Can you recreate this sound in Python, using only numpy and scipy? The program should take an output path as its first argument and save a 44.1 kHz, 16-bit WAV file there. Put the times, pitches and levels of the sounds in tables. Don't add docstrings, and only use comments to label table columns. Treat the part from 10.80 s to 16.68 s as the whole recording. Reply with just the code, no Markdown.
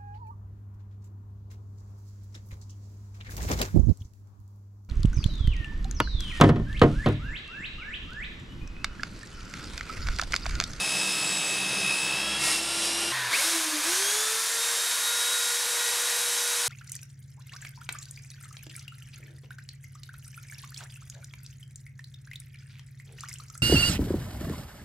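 import sys
import numpy as np
from scipy import signal
from scipy.fft import rfft, irfft
from scipy.io import wavfile
from scipy.ndimage import uniform_filter1d

SR = 44100
rng = np.random.default_rng(int(sys.argv[2]) if len(sys.argv) > 2 else 0)


def generate_wav(signal):
    frames = np.transpose(np.atleast_2d(signal))
    scaled = np.clip(frames, -1, 1) * 32767
    pcm = np.round(scaled).astype(np.int16)
    wavfile.write(sys.argv[1], SR, pcm)


N = 259308
T = np.arange(N) / SR

EDIT_S = 2.318
TOOTH_COUNT = 40
CUT_ENDS_S = 1.5
HOUSING_HZ = 2190
TOP_HZ = 15760

# (start [s], rise [s], hold [s], fall [s], strength [0-1])
POWER_SURGES = [(2.5, 0.036, 0.1, 0.24, 0.8), (3.0, 0.073, 0.046, 0.43, 0.51)]
POWER_ON_S = POWER_SURGES[0][0]


def undb(db):
    return 10 ** (np.asarray(db) / 20)


def columns(table):
    time_s, *cols = np.transpose(table)
    return [np.interp(T, time_s, col) for col in cols]


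def walk(rate_hz):
    k = int(SR / rate_hz)
    steps = np.repeat(rng.standard_normal(N // k + 1), k)
    return 1.33 * uniform_filter1d(uniform_filter1d(steps, k), k)[:N]


def swell(peak_s, rise_s, fall_s, hold_s=0):
    hold_end_s = peak_s + hold_s
    return np.interp(T, [peak_s - rise_s, peak_s, hold_end_s + 1e-4, hold_end_s + fall_s], [0, 1, 1, 0])


def noise(shape, ripple_db=0):
    shape_hz, shape_db = np.transpose(shape)
    bin_hz = np.maximum(np.fft.rfftfreq(N, 1 / SR), 1)
    steps = np.repeat(rng.standard_normal(len(bin_hz) // 400 + 1), 400)
    ripple = uniform_filter1d(steps, 400)[:len(bin_hz)]
    colour_db = np.interp(np.log(bin_hz), np.log(shape_hz), shape_db) + ripple_db * ripple
    x = irfft(rfft(rng.standard_normal(N)) * undb(colour_db), N)
    return x / np.std(x)


def turns(hz):
    return 2 * np.pi * np.cumsum(hz) / SR


def tone(angle, db, waver_db, rate_hz):
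    wander = waver_db * walk(rate_hz)
    return np.sqrt(2) * undb(db + wander) * np.sin(angle + np.roll(wander, N // 3) / 5)


def saw_speed():
    # (time [s], tooth rate [Hz], tooth whine [dB])
    blade_speed = [(0, 2595, -33.5), (.35, 2595, -35), (.55, 2593, -38), (.7, 2592, -34), (.9, 2589, -36.5),
                   (1.1, 2592, -30.5), (1.2, 2598, -32), (1.4, 2643, -35), (1.52, 2683, -42),
                   (1.6, 2699, -39), (1.7, 2704, -35.5), (1.82, 2749, -47.5), (2.0, 2792, -41.5),
                   (2.31, 2839, -38.5)]
    return columns(blade_speed)


def saw_rumble(stages_s):
    # (frequency [Hz], density [dB per Hz])
    rumble_shape = [(15, -67), (25, -50), (54, -37), (97, -14), (124, -0.5), (188, 2), (227, -5),
                    (322, -5.5), (500, -4), (650, -43), (1100, -120)]
    # (time [s], lift over the rumble [dB])
    thuds = [(.5, 3.5), (1.0, 8.2), (1.36, 5.6), (1.63, 5)]
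    thud_s = 0.16
    level_db = np.interp(T, stages_s, [-47.5, -53.5, -53.5, -52.5])
    level_db = level_db + sum(lift_db * swell(s, thud_s, thud_s) for s, lift_db in thuds)
    return undb(level_db) * noise(rumble_shape)


def saw_spray(stages_s, blade):
    # (frequency [Hz], density [dB per Hz])
    rush_shape = [(120, -38), (200, -19), (274, -8), (315, -5), (504, -7), (616, -1.5), (1490, -4.5),
                  (1840, -3.5), (2010, -4.5), (2670, 0), (3030, -3.5), (3750, -5.5), (4510, -9), (5060, -4),
                  (6000, -29), (7800, -39), (13200, -120)]
    dust_shape = [(2060, -22), (3500, -1.5), (3750, -2.5), (4490, -4.5), (5080, 1), (5900, -4), (7920, -3),
                  (9280, -1.5), (10700, -6), (11500, -17.5), (15000, -33), (22000, -120)]
    grit_shape = [(6180, -32), (10500, 1), (11100, -4), (11900, -6), (12300, -14), (15600, -24)]
    # (peak [s], rise [s], hold [s], fall [s], dust lift [dB])
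    brushes = [(1.64, .04, .08, .09, 6), (2.04, .08, .02, .1, 2.5), (2.22, .08, .02, .08, 2)]
    rush_share, grit_share = .55, 1.1
    rush_db = np.interp(T, stages_s, [-35, -34.5, -34.5, -35.5])
    dust_db = np.interp(T, stages_s, [-32.5, -35, -35, -33])
    grit_db = np.interp(T, stages_s, [-50, -53.5, -53.5, -45])
    brush_db = sum(lift_db * swell(s, rise, fall, hold) for s, rise, hold, fall, lift_db in brushes)
    rush = undb(rush_db + rush_share * brush_db + .5 * walk(11.25)) * noise(rush_shape, 0.47)
    puff_db = .6 * walk(9)
    dust = undb(dust_db + brush_db + puff_db) * noise(dust_shape, 1.0)
    grit = undb(grit_db + grit_share * brush_db + puff_db) * noise(grit_shape, .8)
    throb = np.sin(blade)
    return rush * (1 + 0.041 * throb) + (dust + grit) * (1 + 0.03 * throb)


def leaving_wood(base_db, peak_s, rise_s, hold_s, fall_s, lift_db):
    return base_db + lift_db * swell(peak_s, rise_s, fall_s, hold_s)


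def out_of_wood():
    return np.interp(T, [CUT_ENDS_S - .25, CUT_ENDS_S], [0, 1])


def saw_orders(blade, free):
    # (multiple of blade turn, cutting [dB], running free [dB])
    blade_orders = [(2, -59.5, -61), (3, -51, -58), (20, -55, -49), (25, -51, -53), (29, -51, -68),
                    (56, -54, -47), (59, -46, -64), (97.5, -49, -69), (139, -62, -55), (182, -61, -66),
                    (240, -68, -85)]
    # (multiple of motor turn, loaded [dB], running free [dB])
    armature_orders = [(1, -51.5, -43.5), (9, -50.5, -46), (12, -45.5, -47)]
    gear = 4.79
    wobble_db = -62.5 + (-56 + 62.5) * out_of_wood() + 6 * swell(1.5, .15, .2)
    out = tone(blade, wobble_db, 0.94, 7.7)
    for k, cut_db, free_db in blade_orders:
        out = out + tone(round(k) * blade, cut_db + (free_db - cut_db) * free, 2.7, 14)
    for k, load_db, free_db in armature_orders:
        out = out + tone(round(k) * gear * blade, load_db + (free_db - load_db) * free, 0.83, 17)
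    return out


def saw_offcut(blade):
    slot_count = 4
    rub_db = leaving_wood(-62, 1.63, .12, .09, .08, 19)
    return sum(tone(k * slot_count * blade, rub_db - 3.0 * abs(k - 8), 3.9, 14) for k in range(4, 14))


def saw_rings():
    ring_hz, ring_free_hz, plate_hz = 3232, 3290, 2706
    peak_s, hold_s, fall_s = 1.44, .145, .012
    ring_db = leaving_wood(-48, peak_s, .15, hold_s, fall_s, 12)
    ring_db = ring_db - 7 * (T > peak_s + hold_s + fall_s)
    low_ring_db = leaving_wood(-65, 1.7, .35, .09, .05, 24)
    ring = tone(turns(ring_hz + (ring_free_hz - ring_hz) * out_of_wood()), ring_db, 1.5, 30)
    return ring + tone(2 * np.pi * plate_hz * T, low_ring_db, 2.8, 15)


def saw_whine(blade, whine_db, free):
    # (time [s], 2nd level [dB], 3rd level [dB], 4th level [dB])
    upper = [(0, -41, -47, -46), (.2, -41, -39, -49), (.3, -39, -45, -48), (.4, -40.5, -40, -42.5),
             (.5, -41, -35.5, -47), (.7, -46, -36.5, -46), (.8, -48, -45, -42), (.9, -44, -50, -49),
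             (1.0, -43, -55, -46), (1.12, -41.5, -48, -38), (1.2, -41.5, -42, -41), (1.35, -44, -50, -51),
             (1.5, -42, -51, -53), (1.6, -49, -50, -51), (1.7, -42, -48, -51), (1.87, -45, -43, -53),
             (2.0, -41, -42, -49.5), (2.3, -41, -43, -50)]
    # (offset from the tooth rate [blade turns], level re partial [dB], odd partials 1 dB less)
    uneven = [(-2, -18), (-1, -8.5), (1, -16), (2, -17)]
    fifth_db = -59 + (-66 + 59) * free
    out = 0
    for k, db in enumerate([whine_db, *columns(upper), fifth_db], 1):
        out = out + tone(k * TOOTH_COUNT * blade, db, 1.1, 40)
        for side, side_db in uneven:
            out = out + tone((k * TOOTH_COUNT + round(side)) * blade, db + side_db - (k % 2), 4, 30)
    return out


def saw():
    tooth_hz, whine_db = saw_speed()
    blade = turns(tooth_hz / TOOTH_COUNT)
    free = np.clip((tooth_hz - 2600) / 200, 0, 1)
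    stages_s = [0.93, CUT_ENDS_S - .1, CUT_ENDS_S + .08, CUT_ENDS_S + 0.11]
    noises = saw_rumble(stages_s) + saw_spray(stages_s, blade)
    lines = saw_orders(blade, free) + saw_offcut(blade) + saw_rings()
    return noises + lines + saw_whine(blade, whine_db, free)


def router_speed():
    # (time [s], speed [Hz])
    shaft_speed = [(2.32, 132), (2.41, 125), (2.51, 118.5), (2.535, 180), (2.595, 278), (2.635, 312),
                   (2.67, 330), (2.71, 336), (2.86, 313), (3.03, 295.8)]
    # (gap to full speed [Hz], time constant [s])
    run_up = [(62, .11), (120.3, .38)]
    full_hz = 478.1
    since_s = np.maximum(T - shaft_speed[-1][0], 0)
    climb_hz = full_hz - sum(gap_hz * np.exp(-since_s / tau_s) for gap_hz, tau_s in run_up)
    hz = np.where(since_s > 0, climb_hz, columns(shaft_speed)[0])
    return hz, full_hz - hz


def speed_law(hz, levels_db, lift_db):
    surge = sum(size * swell(s + rise, rise, fall, hold) for s, rise, hold, fall, size in POWER_SURGES)
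    return np.interp(hz, (125, 300, 478), levels_db) + lift_db * surge


def router_noise(hz, shaft):
    # (frequency [Hz], density [dB per Hz])
    body_shape = [(15, -69), (25, -41), (59, -11), (92, -10), (177, -7.5), (253, -16), (288, 2.5),
                  (420, -14), (550, -33), (920, -120)]
    fan_shape = [(150, -50), (250, -27), (418, -11), (456, -13), (498, -9), (708, -8), (822, -7),
                 (1020, -0.5), (1340, -4.5), (1560, 2), (1900, -2), (2540, -2.5), (2880, -6), (3750, -2),
                 (5000, -8.5), (6500, -43), (11000, -120)]
    brush_shape = [(50, -40), (150, -27), (1760, -26), (3000, -10), (3740, -5.5), (4570, -4), (5580, -1),
                   (6020, -1.5), (6450, 0), (7360, -3.5), (9240, -0.5), (11300, -5), (15600, -24.5)]
    body_db = speed_law(hz, (-61, -62.5, -70), 11)
    air_db = speed_law(hz, (-32.5, -33.5, -34), 4.5)
    hiss_db = speed_law(hz, (-36, -31, -29), 5)
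    air = undb(air_db + 0.46 * walk(4.47)) * noise(fan_shape, 0.62)
    hiss = undb(hiss_db + 0.31 * walk(10)) * noise(brush_shape, 0.38)
    return undb(body_db) * noise(body_shape) + air + hiss * (1 + 0.085 * np.sin(shaft))


def router_rattle():
    edge_s = .014
    rattle = noise([(1300, -30), (1600, -6), (HOUSING_HZ, 0), (2600, -5), (3000, -30)])
    return undb(-38) * swell(POWER_ON_S + edge_s, edge_s, edge_s, hold_s=.04) * rattle


def housing_db(line_hz):
    width_hz, peak_db = 150, 8
    return peak_db / (1 + ((line_hz - HOUSING_HZ) / width_hz) ** 2)


def router_growl(hz, shaft):
    # (time [s], level [dB])
    growl = [(2.5, -65), (2.515, -37), (2.535, -34), (2.56, -34), (2.575, -50), (2.62, -44), (2.78, -46),
             (2.86, -55), (3.05, -52), (3.6, -70)]
    # (multiple of shaft turn, level re growl [dB])
    surge_orders = [(9, -14), (10, -9), (11, -10), (12, 0), (13, -12), (24, -3)]
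    growl_db, = columns(growl)
    out = 0
    for k, db in surge_orders:
        line = tone(round(k) * shaft, growl_db + db + housing_db(k * hz), 2, 80)
        out = out + (k * hz < TOP_HZ) * line
    return out


def router_winding(hz, shaft):
    # (multiple of shaft turn, at two thirds speed [dB], at full speed [dB])
    winding = [(2, -51.5, -57), (3, -60, -46), (4, -50, -47), (7, -58, -52), (9, -60, -55), (12, -58, -52),
               (15, -60, -57), (18, -58, -58), (20, -56, -52), (21, -58, -53), (24, -52, -50),
               (26, -62, -60), (27, -62, -58), (32, -53, -62), (48, -57, -70)]
    fast = np.clip((hz - 320) / 150, -1, 1)
    out = 0
    for k, slow_db, fast_db in winding:
        db = slow_db + (fast_db - slow_db) * np.maximum(fast, 0) + 15 * np.minimum(fast, 0)
        out = out + (k * hz < TOP_HZ) * tone(round(k) * shaft, db, 3.1, 18)
    return out


def router_tones(hz, shaft, gap_hz):
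    # (time [s], level [dB])
    hum = [(2.32, -48), (2.49, -49), (2.52, -66), (2.61, -62), (2.66, -41), (2.79, -39), (2.84, -46),
           (2.95, -41), (3.0, -45), (3.025, -56), (3.05, -43), (3.2, -40), (3.32, -47), (3.4, -43),
           (3.55, -44), (3.69, -52), (3.76, -45), (4.0, -47), (4.12, -63), (4.24, -50), (4.8, -46),
           (5.88, -46)]
    # (time [s], level before housing lift [dB])
    fan_whine = [(2.32, -46), (2.42, -42), (2.51, -48), (2.56, -43), (2.6, -42), (2.63, -50), (3.02, -51),
                 (3.15, -45), (3.4, -39), (3.5, -39), (3.62, -46), (3.76, -47), (3.83, -34.5), (3.92, -43),
                 (4.0, -36.5), (4.12, -36.5), (4.17, -45), (4.22, -34), (4.68, -35), (4.76, -41),
                 (5.3, -38.5), (5.88, -42)]
    # (multiple of shaft turn, level re coast_db [dB])
    coast_orders = [(12, -9), (14, -1), (14.8, 0), (24, -14), (28, -15), (29.6, -12)]
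    # (frequency [Hz], level [dB])
    steady = [(3040, -49), (1825, -55), (8166, -53), (8054, -55)]
    coast_db, coast_fade_s = -39.5, .04
    (hum_db,), (fan_db,) = columns(hum), columns(fan_whine)
    bar_db = speed_law(hz, (-58, -50, -41.5), 9)
    coasting = np.clip((POWER_ON_S + 0.009 - T) / coast_fade_s, 0, 1)
    changing = (1 - coasting) * np.clip(gap_hz / 60, 0, 1)
    out = tone(shaft, hum_db, .5 + 2.5 * changing, 40)
    out = out + tone(8 * shaft, fan_db + housing_db(8 * hz), 1.3 + 2 * changing, 30)
    out = out + tone(16 * shaft, bar_db, 2, 12)
    out = out + coasting * sum(tone(k * shaft, coast_db + db, 1 + k / 20, 30) for k, db in coast_orders)
    settled = (1 - changing) ** 3 * (1 - coasting)
    return out + settled * sum(tone(2 * np.pi * line_hz * T, db, 3.4, 12) for line_hz, db in steady)


def router():
    hz, gap_hz = router_speed()
    shaft = turns(hz)
    background = router_noise(hz, shaft) + router_rattle()
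    orders = router_winding(hz, shaft) + router_growl(hz, shaft)
    return background + orders + router_tones(hz, shaft, gap_hz)


def scene():
    second = np.clip((T - EDIT_S) / 0.013 + .5, 0, 1)
    mono = np.sqrt(1 - second) * saw() + np.sqrt(second) * router()
    return np.array([mono, mono])


def record(dry):
    dry = signal.sosfilt(signal.butter(2, 45, "high", fs=SR, output="sos"), dry)
    return signal.sosfilt(signal.ellip(16, .2, 75, TOP_HZ, fs=SR, output="sos"), dry)


dry = scene()
out = record(dry)
generate_wav(out)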